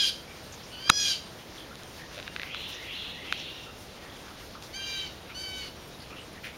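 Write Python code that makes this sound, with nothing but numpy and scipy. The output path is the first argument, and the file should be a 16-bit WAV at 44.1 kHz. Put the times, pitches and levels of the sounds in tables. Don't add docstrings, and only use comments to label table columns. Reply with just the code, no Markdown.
import sys
import numpy as np
from scipy import signal
from scipy.fft import rfft, irfft, next_fast_len
from scipy.io import wavfile
from scipy.ndimage import uniform_filter1d

SR = 44100
rng = np.random.default_rng(int(sys.argv[2]) if len(sys.argv) > 2 else 0)


def volts_from_db(level):
    exponent = np.asarray(level, float) / 20
    return 10 ** exponent


def wav_out(sig):
    wavfile.write(sys.argv[1], SR, np.round(np.clip(np.atleast_2d(sig).T, -1, 1) * 32767).astype(np.int16))


N = 289737

# f/Hz, density/dB per Hz
AIR_SPECTRUM = [(15, -38), (25, -6), (70, 2), (216, -2), (351, -2), (424, -4.5), (485, -2), (618, -5),
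                (926, -8), (2800, -12), (3380, -11.5), (5640, -15.5), (7790, -23), (8450, -23),
                (15700, -28.5)]
# t/s, level/dB
CHATTER = [(0, -5), (.4, .4), (.8, -1.5), (1.9, -0.3), (2.2, 1.6), (3.7, -1.5), (4.2, 0.1), (4.6, -1.5),
           (6.57, -0.9)]
# t/s, swell and fall/s, level over the hiss/dB
LEAF_STIRS = [(.5, 0.77, 2.5), (1.4, .15, 2), (1.94, 0.13, 5), (2.15, .05, 3.5), (2.3, .08, 1),
              (2.6, 0.037, 3.5), (2.7, .03, 8.5), (2.85, .2, 3), (3.32, .04, 4), (3.64, 0.045, 3),
              (3.82, .07, 5), (4.2, .2, 2.5), (4.45, .07, 6.5), (4.66, .06, 3.5), (4.92, 0.14, 5.5),
              (5.13, .04, 3), (5.55, .2, 4), (5.88, .04, 3), (6.02, .04, 1), (6.46, .08, 2.2)]
# t into the phrase/s, length/s, start f/Hz, end f/Hz, level/dB
WREN_SLURS = [(.01, .055, 1780, 2180, -50), (.07, .05, 1930, 2330, -48), (.11, .04, 2150, 3500, -43),
              (.15, .05, 2200, 3700, -41.5), (.205, .035, 3300, 4600, -44), (.245, .05, 2300, 4400, -42),
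              (.3, .04, 2450, 3250, -46), (.31, .045, 3250, 3950, -49)]
# t/s, level/dB
WREN_PHRASES = [
    (2.335, 0.5),
    (2.72, 1.5),
    (3.11, 0.2),
]
# t/s, level/dB
INSECT_BUZZES = [(.15, -68), (.42, -65), (.68, -63), (1.22, -62), (1.56, -64), (1.83, -63), (2.3, -65)]
# t/s, length/s, f/Hz, level/dB
PEEP_NOTES = [(.267, .085, 2320, -55), (.48, .06, 8200, -67), (3.661, .055, 1340, -50),
              (5.29, .045, 1350, -49.5), (5.78, .13, 11850, -69), (5.82, .06, 8400, -67),
              (5.9, .079, 3840, -59), (5.95, .12, 10300, -67), (6.19, .065, 8400, -63),
              (6.52, .05, 2250, -55), (6.52, .05, 8400, -66)]
# t/s, length/s, f/Hz, level/dB
HOARSE_MUTTERS = [(0.519, 0.037, 6450, -48), (.63, .038, 5460, -53), (.872, .017, 1350, -45),
                  (1.38, .07, 3000, -54), (1.575, .06, 3280, -47.5), (1.705, 0.028, 1410, -48),
                  (1.82, .049, 3200, -53), (1.99, .078, 1800, -50), (2.17, 0.043, 550, -46.5),
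                  (2.719, 0.054, 5500, -49), (3.37, .06, 5500, -50), (3.78, .048, 9500, -61),
                  (4.04, .13, 1890, -57), (4.05, .28, 3370, -57), (4.26, .083, 1300, -54),
                  (4.549, 0.03, 1240, -46), (5.291, .04, 2420, -45.5), (5.999, .043, 4570, -50),
                  (6.1, 0.068, 1300, -49.5), (6.101, 0.051, 2500, -48.5), (6.16, .06, 2900, -45),
                  (6.325, .015, 9800, -59), (6.35, .052, 1890, -51), (6.435, .04, 9500, -58.5),
                  (6.425, .04, 15000, -61)]
# t/s, length/s, f/Hz, level/dB
WING_FLICKS = [
    (2.68, .025, 11000, -55),
    (4.625, .033, 4500, -49.5),
    (5.875, .02, 11000, -58),
    (6.432, .065, 2140, -40.5),
]
# t/s, length/s, start f/Hz, end f/Hz, level/dB
THIN_NOTE = (5.745, .19, 5760, 5500, -59)
# f/Hz (first row: share of the low mode), level/dB, t60/s
SHELL_MODES = [(1, 9.5, 0.0073), (2550, 2, 0.0063), (3800, 9.5, 0.0033), (6660, 10, 0.0025),
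               (10050, 8.5, 0.0013)]
# t/s, peak level/dB, low-mode f/Hz, crack level/dB
HOUSING_SLIPS = [(1.7554, -36, 1300, -8), (1.8342, -39, 1840, -4), (2.146, -38, 1870, -10),
                 (2.159, -36, 1780, -19), (2.17, -34, 1620, -27), (2.1795, -28, 1600, -28),
                 (2.1891, -28, 1600, -31), (2.1997, -26.5, 1540, -22), (2.2275, -29, 1650, -29),
                 (2.2783, -21.5, 1620, -34), (2.363, -18.5, 1570, -32), (2.397, -21, 1750, -34),
                 (2.4173, -22.5, 1990, -29), (2.4325, -20.5, 1620, -37), (2.5464, -20.5, 1325, -28),
                 (3.3252, -10, 1470, -28), (4.6245, -34, 1270, -10), (6.0025, -42, 1300, -18),
                 (6.266, -47, 1230, -10)]
# t/s, peak level/dB, low-mode level/dB, high-mode level/dB, crack level/dB
BIG_SNAP = [
    (.8995, -9, -12, -5, -1.5),
    (.9002, -4, -4, -8, -16),
    (.901, -11, -2.5, -12, -22),
]
# t/s, f/Hz, level/dB, t60/s
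JOLT = (.8998, 130, -3, .011)
# t/s, length/s, start f/Hz, end f/Hz, level/dB
FAR_CALLS = [
    (2.25, 0.075, 935, 932, -49.5),
    (2.64, 0.17, 937, 926, -52),
    (3.521, .18, 925, 918, -51),
    (4.79, 0.26, 941, 951, -46.5),
]
# multiple, level/dB
FAR_HARMONICS = [(2, -4.), (3, 6.5), (4, 7), (5, -38), (6, -9)]
# t/s, pitch f/Hz, effort level/dB, rasp level against the clean tone/dB, brightness/dB per octave
CALL_ENDING = [(0, 823, -21.5, -4, -2.5), (.05, 812.6, -25.5, 2.2, -2.5), (.092, 790.4, -28, 1.5, -1),
               (.13, 760, -53, 0, -1)]
SCREAM_CURVE = [(.7, 727, -60, -1.5, -17), (.728, 743, -44, -.6, -17), (.802, 750, -45, -1.5, -15),
                (.885, 809, -33, -10.5, -10), (.925, 829, -34, -11, -5), (.975, 830, -27.5, -9, -1),
                (1.06, 817, -26, -1.5, 1), (1.125, 778, -27, -1.5, 0.5), (1.175, 745, -45, 4, -1.5)]
CLEAR_CURVE = [(4.725, 702, -58, -12, 2.5), (4.743, 759, -38.5, -14, 3), (4.765, 788, -38, -13, 1.5),
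               (4.86, 790, -37.5, -13, -1), (4.93, 788, -36.5, -14, -4.5), (5.011, 778, -35.5, -6, -4),
               (5.09, 745, -45.5, 0, 3)]
LAST_CURVE = [(5.34, 712, -52, -6, 1.5), (5.352, 738, -42, -9, 1.5), (5.395, 767, -38, -13, 3),
              (5.5, 757.6, -40, -16, -2), (5.586, 755.4, -38, -9, -.6), (5.64, 747, -41, -3, -3.5),
              (5.682, 730, -44, 1.5, -4.5), (5.7, 722, -62, 0, -5)]
THROAT_LEVELS = [
    (-18, -15.5, -3.5, -5, -4, -18, -17, -20),
    (-11, -12, .2, -4, 3, -2.5, -7, -17),
    (-10, -3, 1.1, -3, -2.5, -13, -9, -16),
    (-8.5, -4, 1.5, -6, 1.5, -11, -10, -15),
]


def in_time(rows):
    s, *columns = np.transpose(rows)
    return [np.interp(np.arange(N) / SR, s, c) for c in columns]


def at_hz(points, hz):
    table_hz, table_db = np.transpose(points)
    return np.interp(np.log(hz), np.log(table_hz), table_db)


def drift(rate, size):
    knots = rng.standard_normal(1000 * (size // SR + 1))
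    return np.interp(np.arange(size) * rate / SR, np.arange(len(knots)), knots) * 1.22


def ring(x, hz, width_hz):
    r = np.exp(-np.pi * width_hz / SR)
    poles = [1, -2 * r * np.cos(2 * np.pi * hz / SR), r * r]
    return signal.lfilter([(1 - r * r) / 2, 0, (r * r - 1) / 2], poles, x)


def add(out, at_s, x):
    i = round(at_s * SR)
    out[i:i + len(x)] += x[:N - i]


def fade(size, rise_s, fall_s):
    t = np.arange(size) / SR
    return np.clip(t / rise_s, 0, 1) * np.clip((t[-1] - t) / fall_s, 0, 1)


def garden_echo(x, t60, onset_s):
    t = np.arange(SR) / SR
    tail = rng.standard_normal(SR) * volts_from_db(-60 * t / t60) * (1 - np.exp(-t / onset_s))
    unit_tail = tail / np.sqrt(np.sum(tail ** 2))
    wet = signal.fftconvolve(x, unit_tail)[:N]
    analytic = signal.hilbert(wet, next_fast_len(N))[:N]
    return np.real(analytic * np.exp(1.7j * drift(70, N)))


def rustle():
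    hiss_db = -1.5
    t = np.arange(N) / SR
    stirs = [db * np.clip(1 - np.abs(t - s) / swell_s, 0, 1) for s, swell_s, db in LEAF_STIRS]
    return hiss_db + np.max(stirs, axis=0)


def air():
    air_db = -45
    rustle_db, (chatter_db,) = rustle(), in_time(CHATTER)
    size = next_fast_len(N)
    hz = np.arange(size // 2 + 1) * SR / size + 1
    noise = rfft(rng.standard_normal(size)) * volts_from_db(at_hz(AIR_SPECTRUM, hz))
    noise = noise / irfft(noise, size).std()
    octaves, gust, out = np.log2(hz), drift(30., N), 0
    for centre in np.arange(4, 14.5, .5):
        band = irfft(noise * np.clip(1 - 2 * np.abs(octaves - centre), 0, 1), size)[:N]
        top = np.clip((centre - 12.) / 0.75, 0, 1)
        middle = np.clip((centre - 9.8) / 0.45, 0, 1) * (1 - top)
        flicker_db = (middle + top) * (.9 * gust + 1.1 * drift(18, N))
        out = out + band * volts_from_db(top * rustle_db + middle * chatter_db + flicker_db)
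    return volts_from_db(air_db) * out


def wren():
    out = np.zeros(N)
    for s, phrase_db in WREN_PHRASES:
        for into_s, length, start_hz, end_hz, level_db in WREN_SLURS:
            size = round(length * SR)
            quaver_hz = .05 * abs(end_hz - start_hz) * drift(180., size)
            detune = 1 + 0.01573 * rng.standard_normal()
            pitch_hz = np.linspace(start_hz, end_hz, size) * detune + quaver_hz
            tone = 2 * np.sin(2 * np.pi * np.cumsum(pitch_hz) / SR)
            add(out, s + into_s, volts_from_db(phrase_db + level_db) * np.hanning(size) ** .35 * tone)
    return volts_from_db(-9) * out + volts_from_db(2) * garden_echo(out, t60=.95, onset_s=.015)


def mutters():
    # t/s, length/s, f/Hz, level/dB, width/Hz, throbs per s
    rows = [(s, 0.086, 8830, db, 350, 90) for s, db in INSECT_BUZZES]
    rows += [(*row, 160, 28) for row in PEEP_NOTES]
    rows += [(*row, 0.23 * row[2], 44.4) for row in HOARSE_MUTTERS]
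    rows += [(*row, 0.71 * row[2], 109) for row in WING_FLICKS]
    out = np.zeros(N)
    t = np.arange(SR // 4) / SR
    for s, length, hz, level_db, width_hz, throbs in rows:
        breath = ring(rng.standard_normal(SR // 2), hz, width_hz)
        tone = ring(breath, hz, width_hz)[SR // 4:SR // 4 * 2]
        rise = np.clip(t / (.15 * length), 0, 1)
        decay_db = -5 * np.clip(t / (.25 * length) - 2.5, 0, None)
        throb = 1 + 0.34 * np.sin(2 * np.pi * throbs * t)
        add(out, s, volts_from_db(level_db) * rise * volts_from_db(decay_db) * throb * tone / tone.std())
    return out


def whistle():
    s, length, start_hz, end_hz, level_db = THIN_NOTE
    out, size = np.zeros(N), round(length * SR)
    tone = np.sin(2 * np.pi * np.cumsum(np.linspace(start_hz, end_hz, size)) / SR)
    waver_db = 2 * drift(30, size)
    add(out, s, volts_from_db(level_db + waver_db) * fade(size, rise_s=.02, fall_s=.05) * tone)
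    return out


def struck(hz, level_db, t60):
    t = np.arange(SR // 20) / SR
    contact = 1 - np.exp(-3. * hz * t)
    return volts_from_db(level_db - 60 * t / t60) * np.sin(2 * np.pi * hz * t) * contact


def slips():
    firm_db, firm_low_db, firm_high_db = -21.5, -10, -10.5
    faint_tilt = 0.53
    rows = []
    for s, peak_db, low_hz, crack_db in HOUSING_SLIPS:
        tilt_db = faint_tilt * max(firm_db - peak_db, 0)
        rows.append((s, peak_db, firm_low_db - tilt_db, firm_high_db + tilt_db, crack_db, low_hz))
    leads_s = np.cumsum(.001 * 1.21 ** np.arange(4))
    for k, lead_s in enumerate(leads_s):
        rows.append((BIG_SNAP[0][0] - lead_s, -9 - 4. * k, -5.5, 0, -18, 1570))
    return rows + [(*row, 1322) for row in BIG_SNAP]


def housing():
    out, rows = np.zeros(N), slips()
    signs = rng.choice([-1, 1], len(rows))
    for (s, peak_db, low_db, high_db, crack_db, low_hz), sign in zip(rows, signs):
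        kicks_db = (low_db, -4., high_db, crack_db, crack_db)
        for k, (hz, mode_db, t60) in enumerate(SHELL_MODES):
            mode_hz = hz * low_hz if k == 0 else hz
            add(out, s, sign * (-1) ** k * struck(mode_hz, peak_db + kicks_db[k] + mode_db, t60))
    add(out, JOLT[0], struck(*JOLT[1:]))
    return out


def jay_voice(pitch_hz, rasp_db, partials, odd_db, bright_db):
    size, rasp = len(pitch_hz), volts_from_db(rasp_db)
    phase = 2 * np.pi * np.cumsum(pitch_hz * (1 + .02 * rasp * drift(300., size))) / SR
    out, power = 0, 0
    for k, partial_db in partials:
        muting_db = odd_db * (k % 2) * min(k / 5, 1) * (k < 10)
        opening_db = bright_db * np.clip(np.log2(k / 4.6), -.3, .85)
        flutter_db = 2.8 * drift(24.85, size)
        level = volts_from_db(partial_db + muting_db + opening_db + flutter_db)
        spread = rasp * volts_from_db(4.5 * np.log2(k / 5)) / np.sqrt(2)
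        blur = 1 + spread * (drift(900, size) + 1j * drift(900, size))
        out = out + level * np.imag(blur * np.exp(1j * k * (phase + k)))
        power = power + level ** 2 * (.5 + spread ** 2)
    return out / np.sqrt(uniform_filter1d(power, size=1500))


def near_jay():
    calls = (CALL_ENDING, SCREAM_CURVE, CLEAR_CURVE, LAST_CURVE)
    upper_levels_db, upper_loss_db = (-25, -20, -22.5, -17.5), 1.9
    closed_db, odd_loss = -4, 1.1
    out = np.zeros(N)
    for rows, throat, upper_db in zip(calls, THROAT_LEVELS, upper_levels_db):
        start_s = rows[0][0]
        span = slice(round(start_s * SR), round(rows[-1][0] * SR))
        pitch_hz, effort_db, rasp_db, bright_db = (c[span] for c in in_time(rows))
        size = len(pitch_hz)
        partials = list(enumerate(throat, start=2))
        partials += [(10 + k, upper_db - upper_loss_db * k) for k in range(9)]
        odd_db = odd_loss * np.minimum(bright_db - closed_db, 0)
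        if start_s > 0:
            odd_db = odd_db - 11. * (1 - fade(size, rise_s=.18, fall_s=1e-6))
        edges = fade(size, rise_s=min(start_s, .006) + 1e-6, fall_s=0.0037)
        voice = jay_voice(pitch_hz, rasp_db, partials, odd_db, bright_db)
        add(out, start_s, volts_from_db(effort_db) * edges * voice)
    return out


def far_jay():
    out = np.zeros(N)
    for s, length, start_hz, end_hz, level_db in FAR_CALLS:
        pitch_hz = np.linspace(start_hz, end_hz, round(length * SR))
        voice = jay_voice(pitch_hz, -3.5, FAR_HARMONICS, 0, 0)
        add(out, s, volts_from_db(level_db) * fade(len(voice), rise_s=0.02, fall_s=0.06) * voice)
    return out


def jays():
    near, far = near_jay(), far_jay()
    near_echo = volts_from_db(-8.0) * garden_echo(near, t60=0.4, onset_s=0.0034)
    return near + near_echo + far + volts_from_db(0.5) * garden_echo(far, t60=1.0, onset_s=.01)


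def scene():
    return (jays() + wren() + mutters() + housing() + air() + whistle())[None]


def band_limit(x):
    return signal.sosfilt(signal.butter(12, 16240, fs=SR, output="sos"), x)


def record(dry):
    notched = dry - ring(dry, 7870, 1040)
    limited = np.clip(notched, -.99, .99)
    top_cut = signal.ellip(10, .5, 60, 15800, fs=SR, output="sos")
    return band_limit(signal.sosfilt(top_cut, limited))


dry = scene()
out = record(dry)
wav_out(out)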